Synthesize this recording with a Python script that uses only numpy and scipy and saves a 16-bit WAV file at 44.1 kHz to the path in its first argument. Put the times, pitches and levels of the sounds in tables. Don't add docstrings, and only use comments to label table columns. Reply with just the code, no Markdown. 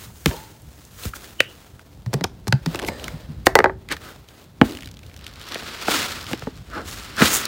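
import sys
import numpy as np
from scipy import signal
from scipy.fft import rfft, irfft, next_fast_len
from scipy.io import wavfile
from scipy.ndimage import map_coordinates

SR = 44100
rng = np.random.default_rng(int(sys.argv[2]) if len(sys.argv) > 2 else 0)


def waveform_to_disk(signal):
    frames = np.transpose(np.atleast_2d(signal))
    scaled = np.clip(frames, -1, 1) * 32767
    samples = np.round(scaled).astype(np.int16)
    wavfile.write(sys.argv[1], SR, samples)


N = 329647


def amp(db):
    return 10 ** (np.asarray(db) / 20)


def unit(x):
    return x / np.sqrt(np.mean(x ** 2) + 1e-20)


def along(points, hz):
    point_hz, values = np.transpose(points)
    return np.interp(np.log(hz + 1), np.log(point_hz + 1), values)


def curves(rows):
    times, *columns = np.transpose(rows)
    return [np.interp(np.arange(N) / SR, times, column) for column in columns]


def wobble(rate):
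    knots = rng.standard_normal(int(N * rate / SR) + 4)
    return map_coordinates(knots, [np.arange(N) * rate / SR])


def filtered(x, gain):
    size = next_fast_len(len(x) + 2048)
    return irfft(rfft(x, size) * gain(np.fft.rfftfreq(size, 1 / SR)), size)[:len(x)]


def resonance(x, centre_hz, q):
    width = centre_hz / q
    return filtered(x, lambda hz: 1j * hz * width / (centre_hz ** 2 - hz ** 2 + 1j * hz * width))


def noise_band(size, hz, q):
    return unit(resonance(resonance(rng.standard_normal(size), hz, q), hz, q))


def highpass(x, lowest_hz):
    return signal.sosfilt(signal.butter(2, lowest_hz, "highpass", fs=SR, output="sos"), x)


def add(track, s, sound):
    start = int(np.clip(round(s * SR), 0, N - 1))
    track[start:start + len(sound)] += sound[:N - start]


def dying_noise(decay, size):
    hz, t, spectra = signal.stft(rng.standard_normal(size), SR, nperseg=128)
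    t60 = along(decay, hz)[:, None]
    fade = amp(-60 * t / t60) * np.sqrt(np.log(1e6) / (t60 * SR))
    return signal.istft(spectra * fade, SR, nperseg=128)[1][:size]


def ringing(modes, attack_s, scatter_db):
    t = np.arange(SR // 4) / SR
    hz, db, t60 = np.transpose(modes)[:, :, None]
    fade = amp(db + scatter_db * rng.standard_normal(hz.shape) - 60 * t / t60)
    return np.sum(fade * np.sin(2 * np.pi * hz * t), axis=0) * (1 - np.exp(-t / attack_s))


# time in seconds, relative level in dB.
WIND_LEVELS = [(0.0, -50), (1.95, -50.5), (2.58, -44), (3.62, -38.5), (4.35, -53.5), (4.83, -43),
               (5.53, -53), (6.41, -44.5), (7.47, -43.5)]
# frequency in Hz, level in dB.
WIND_SPECTRUM = [(13, -44.5), (22, -30), (48, -3), (70, -1), (106, -2.5), (231, -13.5), (255, -29.5),
                 (300, -14), (390, -60.5), (660, -120)]


def wind(gain_db=3, lumps_db=2.0):
    db, = curves(WIND_LEVELS)
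    rumble = filtered(rng.standard_normal(N), lambda hz: amp(along(WIND_SPECTRUM, hz)))
    return amp(db + gain_db) * unit(rumble * amp(lumps_db * wobble(15)))


# frequency in Hz, echo t60 in seconds.
YARD_DECAY = [(150, 0.98), (600, 0.24), (3000, 0.18), (12000, 0.2)]


def yard_echoes(hits, level_db=-18.5):
    echoes = signal.fftconvolve(hits, dying_noise(YARD_DECAY, size=SR // 2))[:N]
    return amp(level_db) * highpass(echoes, lowest_hz=220)


def grains(rate):
    sizes = amp(5 * np.clip(rng.standard_normal(N), -2, 2)) * rng.choice([-1, 1], N)
    return unit((rng.random(N) < rate / SR) * sizes)


# frequency in Hz, level in dB.
BODY_SPECTRUM = [(120, -11), (240, 3.5), (400, 1.5), (800, -4.5), (1100, -9.5), (1800, -71)]
RUSTLE_SPECTRUM = [(600, -17), (1000, -3), (1300, 4), (1550, 1), (1850, 0), (2400, -1.5), (3600, -1),
                   (4500, -3), (5600, -8), (8500, -51.5)]


def patter(levels_db, fizz_spectrum, rate, single_db, flutter_db):
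    impacts = amp(single_db) * grains(rate)
    clumps = amp(flutter_db * wobble(70))
    out = np.zeros(N)
    for db, spectrum in zip(levels_db, (BODY_SPECTRUM, RUSTLE_SPECTRUM, fizz_spectrum)):
        drive = (impacts + rng.standard_normal(N)) * clumps
        out += amp(db) * unit(filtered(drive, lambda hz: amp(along(spectrum, hz))))
    return out


# levels of body, rustle and fizz in dB.
STILL_AIR_DB = [-56, -62, -64]
# peak time in seconds, rustle level in dB,
# rise and fall in seconds, brightness in dB (more fizz, less body).
STROKES = [(0.04, -45, 0.12, 0.041, 6), (0.19, -58, .08, 0.13, 12.5), (0.273, -35.5, 0.012, 0.099, 3.5),
           (1.0, -57, 0.8, 0.7, 7), (1.057, -36, 0.043, 0.024, 6.5), (1.16, -38, .008, 0.01, 7.5),
           (1.24, -44, 0.051, 0.06, 3), (1.5, -51.5, .03, 0.15, 1), (2.17, -52, 0.045, 0.1, -11),
           (2.739, -40, 0.067, 0.036, -2), (2.84, -42.5, 0.047, 0.055, -14.5), (3.04, -44, 0.16, 0.2, -3),
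           (3.92, -35.5, 0.0094, 0.016, -6), (4.07, -44, 0.07, 0.061, -0.5), (4.38, -53.5, 0.2, 0.1, 0.5),
           (4.648, -39, 0.016, 0.11, -0.5), (5.1, -56.5, 0.13, 0.23, -0.5),
           (6.779, -46.5, 0.031, 0.043, -16)]
# frequency in Hz, level in dB.
STRAW_FIZZ = [(4000, -10.5), (6500, 0), (9000, -3.5), (12000, -6.5), (15500, -1)]


def straw_rustle(fizz_db=-1.5):
    t = np.arange(N) / SR
    power = amp(STILL_AIR_DB)[:, None] ** 2 * np.ones(N)
    for s, db, rise, fall, bright_db in STROKES:
        from_peak = np.maximum((s - t) / rise, (t - s) / fall)
        swell = np.exp(-np.minimum(from_peak, 20))
        band_gains = amp([db - bright_db, db, db + fizz_db + bright_db])
        power += np.outer(band_gains ** 2, swell ** 2)
    return patter(10 * np.log10(power), STRAW_FIZZ, rate=340, single_db=-7.0, flutter_db=1.3)


def hum(partials, t60, width_hz):
    bands = sum(amp(db) * noise_band(SR, hz, q=hz / width_hz) for hz, db in partials)
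    return bands * amp(-60 * np.arange(SR) / SR / t60)


# frequency in Hz, relative level in dB.
BASKET_PARTIALS = [(894, 6.5), (1850, -20), (2789, -14), (4200, -10), (6363, -12)]
TOUCH_PARTIALS = [(528, 8.5), (1185, -4), (1800, 1.5), (2929, -13), (3838, -13), (4005, -4), (4587, -12.5),
                  (4899, -7.5), (6449, -12.5), (7407, -13), (8156, -8)]


def lingering_rings():
    out = np.zeros(N)
    add(out, 0.31, amp(-43) * hum(BASKET_PARTIALS, t60=0.6, width_hz=110))
    add(out, 2.886, amp(-48) * hum(TOUCH_PARTIALS, t60=1.1, width_hz=220))
    return out


# peak time in seconds, level in dB,
# half length in seconds, centre in Hz, relative sharpness.
NOISE_SWELLS = [(0.012, -48.5, 0.0057, 830, 2.2), (0.328, -33.5, 0.017, 463, 1.6),
                (1.138, -26.5, 0.0016, 1390, 2.2), (1.459, -45, 0.041, 2870, 6.3),
                (2.139, -26, 0.0027, 5970, 0.66), (2.242, -18, 0.0019, 3800, 0.94),
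                (2.246, -16.5, 0.0035, 850, 1.9), (2.48, -27.5, 0.0013, 7000, 1),
                (2.527, -10.5, 0.0014, 1680, 1.2), (2.663, -28, 0.0021, 3000, 0.85),
                (2.526, -9, 0.0005, 4370, 9.9), (2.878, -35, 0.011, 8050, 0.43),
                (2.886, -24, 0.0032, 2150, 4.1), (3.464, -25, 0.0037, 3070, 0.15),
                (3.922, -25, 0.012, 1780, 0.72), (4.071, -45, 0.042, 1400, 2.3),
                (4.627, -16.5, 0.0072, 330, 1.26), (4.693, -32.5, 0.049, 308, 2.04),
                (6.769, -31.5, 0.032, 1340, 2), (7.219, -19, 0.023, 1400, 1.5),
                (7.264, -20.5, 0.015, 3180, .65)]


def noise_swells():
    out, t = np.zeros(N), np.arange(-SR // 10, SR // 10) / SR
    for s, db, half_length, hz, sharpness in NOISE_SWELLS:
        band = noise_band(len(t), hz, q=1.1 * sharpness)
        add(out, s + t[0], amp(db) * band * np.exp(-(t / half_length) ** 2 / 2))
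    return out


# start, end and mean gap in seconds, relative level in dB.
CRACKLE_SPELLS = [(0.264, 0.323, 0.016, -31), (2.793, 2.88, 0.013, -22.5), (4.681, 4.88, 0.017, -30.5),
                  (4.88, 5.394, .022, -37), (5.405, 5.605, .014, -31)]


def crackle(count=24, centre_hz=2800, spread_octaves=0.7, scatter_db=5.5):
    rows = []
    for start, end, gap, db in CRACKLE_SPELLS:
        spacing, size, pitch = rng.uniform(-1, 1, (count, 3)).T
        times = start + gap * (np.arange(count) + (1 + spacing) / 2)
        levels_db = np.where(times < end, db + scatter_db * size, -np.inf)
        rows += zip(times, levels_db, centre_hz * 2 ** (spread_octaves * pitch))
    return rows


# start in seconds, relative level in dB, centre in Hz.
TICKS = [(0.619, -38, 9000), (0.851, -36, 7140), (1.036, -23, 3520), (1.794, -32.5, 1600),
         (2.757, -18.5, 2480), (2.791, -18.5, 2160), (2.828, -25, 2500), (2.997, -26.5, 2500),
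         (3.042, -16.5, 3070), (3.081, -18.5, 1880), (3.888, -22.5, 2130), (3.915, -16, 1350),
         (3.923, -12.5, 3320), (3.967, -25.5, 1480), (4.287, -34, 3320), (4.823, -26.5, 2500),
         (5.242, -30, 3650), (5.266, -23, 2800), (5.521, -17, 3400), (5.545, -15.5, 2670),
         (6.267, -22, 3030), (7.454, -10.5, 5340)]


def ticks(t60=0.013, gain_db=1):
    out, t = np.zeros(N), np.arange(SR // 20) / SR
    for s, db, hz in TICKS + crackle():
        burst = rng.standard_normal(len(t)) * amp(-60 * t / t60)
        snap = highpass(resonance(burst, hz, q=2.2), lowest_hz=820)
        add(out, s, amp(db + gain_db) * snap / np.abs(snap).max())
    return out


BLOW_BANDS_HZ = [120, 450, 1000, 1900, 2900, 4400, 11000]
# frequency in Hz, t60 in seconds.
RATTLE_DECAY = [(100, 0.093), (450, 0.024), (1600, 0.015), (5000, 0.013), (14000, 0.02)]


def blow(bands_db, lag_cycles, rattle_db, lowest_hz, size=8192):
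    hz = np.fft.rfftfreq(size, 1 / SR)
    gain = amp(along(list(zip(BLOW_BANDS_HZ, bands_db)), hz))
    gain /= np.sqrt(1 + (lowest_hz / (hz + 1)) ** 8)
    cepstrum = irfft(np.log(gain + 1e-4))
    minimum_phase = np.exp(rfft(np.r_[cepstrum[0], 2 * cepstrum[1:size // 2]], size))
    bending = np.exp(-2j * np.pi * lag_cycles * np.log(hz + lowest_hz / 2))
    build_up = 1 - np.exp(-np.arange(size) / (0.00071 * SR))
    rattle = amp(rattle_db) * rfft(build_up * dying_noise(RATTLE_DECAY, size))
    fade_out = np.minimum(1, np.linspace(10, 0, size))
    return irfft(minimum_phase * bending * (1 + rattle)) * fade_out


# peak time in seconds, level in dB, pitch in Hz.
SQUEAKS = [(1.4047, -3, 2980)]
# frequency in Hz, level in dB, t60 in seconds.
SNAP_MODES = [(530, -5.5, .022), (1480, 1, 0.01), (1943, -7, 0.0065), (2350, -14, 0.0041),
              (2520, -0.5, 0.0098), (3000, -14, .016)]
SNAP_COLOUR = [13, 14, 7, 28.5, 25.5, 14, 1]


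def squeak(swell_s=0.0011, lead_s=0.0069, lead_db=-21):
    out, t = np.zeros(N), np.arange(-SR // 20, SR // 20) / SR
    for s, db, hz in SQUEAKS:
        grip = np.exp(-np.abs(t) / swell_s) + amp(lead_db) * np.exp(-(t / lead_s) ** 2 / 2)
        add(out, s + t[0], amp(db) * grip * np.sin(2 * np.pi * hz * t))
        add(out, s, ringing(SNAP_MODES, attack_s=0.0004, scatter_db=0.5))
        add(out, s, blow(SNAP_COLOUR, lag_cycles=1.2, rattle_db=-4.5, lowest_hz=95))
    return out


# start in seconds,
# strength in dB, extra bass in dB, cut-off in Hz, hollow ring in dB.
THUMPS = [(0.259, 19, 20.5, 6950, -6), (0.311, 1, -2, 3000, -29), (1.051, 9, 19, 430, -42),
          (4.614, 31, 3.5, 1770, 4), (5.556, 8.5, -14, 2500, -38), (5.623, 2.5, -2, 1500, -33),
          (5.882, 21.5, -18, 1490, -19.5), (6.312, 12, 1, 700, -23), (6.332, 9, -9, 5140, -16),
          (6.422, 4, 7, 1600, -37), (6.470, 16.5, -10, 780, -18), (7.205, 14, 17.5, 900, -21),
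          (7.219, 26, 0.5, 2200, -3.5)]
THUMP_COLOUR = [-0.5, 3, -5.5, -3, -1.5, -9, -6]
# frequency in Hz, relative level in dB, t60 in seconds.
HOLLOW_MODES = [(222, -11.5, .08), (259, -2, 0.065), (321, 0.5, 0.039), (440.4, -6, 0.031),
                (833, -13.5, 0.034), (1690, -1.5, 0.0047)]


def thumps(steepness=5.43):
    blows, hollows = np.zeros(N), np.zeros(N)
    hz = np.array(BLOW_BANDS_HZ)
    for s, db, bass_db, cut_hz, hollow_db in THUMPS:
        softness_db = 10 * np.log10(1 + (hz / cut_hz) ** steepness)
        bands_db = db + bass_db * (hz == hz[0]) - softness_db + THUMP_COLOUR
        add(blows, s, blow(bands_db, lag_cycles=1.6, rattle_db=1, lowest_hz=60.4))
        hollow = ringing(HOLLOW_MODES, attack_s=0.00088, scatter_db=3)
        add(hollows, s + 0.002176, amp(hollow_db) * hollow)
    return blows + highpass(hollows, lowest_hz=121)


# frequency in Hz, relative level in dB, t60 in seconds.
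SHELL_MODES = [(379.3, -2, 0.22), (523, 2, 0.1), (664.3, -7.5, .13), (826, 2, 0.092), (890, 5.5, 0.077),
               (1040, -10.5, 0.071), (1093, -10, 0.081), (1340, -10.5, .077), (1672, -6, 0.03),
               (1850, -0.5, 0.035), (1977, -0.5, 0.053), (2032, -9, 0.031), (4370, -26, 0.028),
               (4737, -25, .04)]


def strike_shell(track, s, bands_db, ring_db):
    add(track, s, blow(bands_db, lag_cycles=1.2, rattle_db=0.5, lowest_hz=95.8))
    add(track, s, amp(ring_db) * ringing(SHELL_MODES, attack_s=0.0018, scatter_db=3.5))


# start in seconds, strength in dB, tilt in dB per octave.
KNOCKS = [(2.062, -1.5, 0), (2.131, 13.5, -2.5), (2.1401, 18, -1.5), (2.21, 12, -2.5), (2.241, 16, 0.5),
          (2.471, 10, -1.5), (2.481, 5.5, 2), (2.525, 19.5, -0.5), (2.661, 11, 0.5), (2.747, 12.5, -.5),
          (2.886, 11.5, 0)]
KNOCK_COLOUR = [5.5, 0, -6, -8, -16.5, -9, -29]


def finger_knocks(ring_db=-53):
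    out = np.zeros(N)
    octaves = np.maximum(np.log2(np.array(BLOW_BANDS_HZ) / BLOW_BANDS_HZ[1]), 0)
    for s, db, tilt in KNOCKS:
        strike_shell(out, s, db + tilt * octaves + KNOCK_COLOUR, db + ring_db)
    return out


# start in seconds, strength in dB,
# flight in seconds, then rebound and shell ring in dB relative to the hit.
CLATTER = [(3.468, 34, 0.014, -27, -56), (3.554, 33.5, .0105, -16, -43.5), (3.589, 30.5, .014, -6.5, -51.5),
           (3.642, 28, .016, -5, -44.5), (3.696, 15, .012, -25, -53)]


def bucket_clatter(hard_db=32):
    hard_colour_db = np.array([12.5, 33, 27, 28, 11, 12, -3.5])
    growth = np.array([0.83, 1.1, 0.97, 1.06, 1.73, 2.24, 3.9])
    out = np.zeros(N)
    for s, db, flight, rebound_db, ring_db in CLATTER:
        for at, hit_db in ((s, db), (s + flight, db + rebound_db)):
            strike_shell(out, at, hard_colour_db + (hit_db - hard_db) * growth, hit_db + ring_db)
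    return out


# start in seconds, relative level in dB, pitch in Hz.
BOOMS = [(2.065, -12, 118), (2.145, -6.5, 136.4), (2.208, -12, 173), (2.480, -6.5, 112), (2.532, -6, 132.5),
         (2.666, -9, 163.6), (3.134, -19, 152), (3.29, -20, 150), (6.596, -26.5, 112)]


def wall_booms(t60=0.09, gain_db=6):
    out = np.zeros(N)
    for s, db, hz in BOOMS:
        modes = [(hz, 0, t60), (hz * 1.537, -10, t60 * 0.84)]
        add(out, s, amp(db + gain_db) * ringing(modes, attack_s=0.014, scatter_db=2.5))
    return highpass(out, lowest_hz=70)


def stray_grains(flow_db, rate=60, ceiling_db=-33, gain_db=-10, t60=0.0078):
    t = np.arange(SR // 100) / SR
    click = resonance(rng.standard_normal(len(t)) * amp(-60 * t / t60), 3600, q=2.2)
    clicks = unit(signal.fftconvolve(grains(rate), click)[:N])
    return amp(np.minimum(flow_db, ceiling_db) + gain_db) * clicks


# time in seconds, flow and treble as relative levels in dB.
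POUR = [(5.2, -49.5, -68), (5.34, -49.5, -62), (5.55, -34.5, -50), (5.6, -37.5, -48), (5.83, -32.5, -44.5),
        (5.92, -19.5, -26.5), (6.25, -40, -50.5), (6.32, -35.5, -41), (6.36, -41, -54), (6.64, -55.5, -63),
        (6.77, -43.5, -54), (6.84, -48.5, -57), (6.88, -37, -39), (7.15, -40.5, -52.5), (7.22, -17.5, -25),
        (7.33, -24, -23.5), (7.34, -22.5, -13.5), (7.47, -31.5, -47)]
# frequency in Hz, level in dB.
MILLET_FIZZ = [(4000, -23), (6600, 1.5), (8200, -2), (10000, -5.5), (12500, -9), (15500, -4.5)]


def millet_pour(body_db=-9.5, rustle_db=-1.5, fizz_db=1):
    fade_in, = curves([(5.18, 0), (5.22, 1)])
    flow_db, treble_db = curves(POUR)
    levels_db = flow_db + body_db, flow_db + rustle_db, treble_db + fizz_db
    hiss = patter(levels_db, MILLET_FIZZ, rate=2600, single_db=-1, flutter_db=1.63)
    return fade_in * (hiss + stray_grains(flow_db))


def scene():
    bucket = finger_knocks() + bucket_clatter() + wall_booms()
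    hits = bucket + thumps() + squeak() + ticks() + noise_swells()
    return (hits + yard_echoes(hits) + lingering_rings() + straw_rustle() + millet_pour() + wind())[None]


def record(dry, lowest_hz=32, top_hz=15900):
    clipped = dry[0] / (1 + np.abs(dry[0]) ** 10) ** (1 / 10)
    bass_cut = filtered(clipped, lambda hz: 1 / np.sqrt(1 + (lowest_hz / (hz + 1)) ** 6))
    return filtered(bass_cut, lambda hz: 1 / (1 + (hz / top_hz) ** 160))[None]


dry = scene()
out = record(dry)
waveform_to_disk(out)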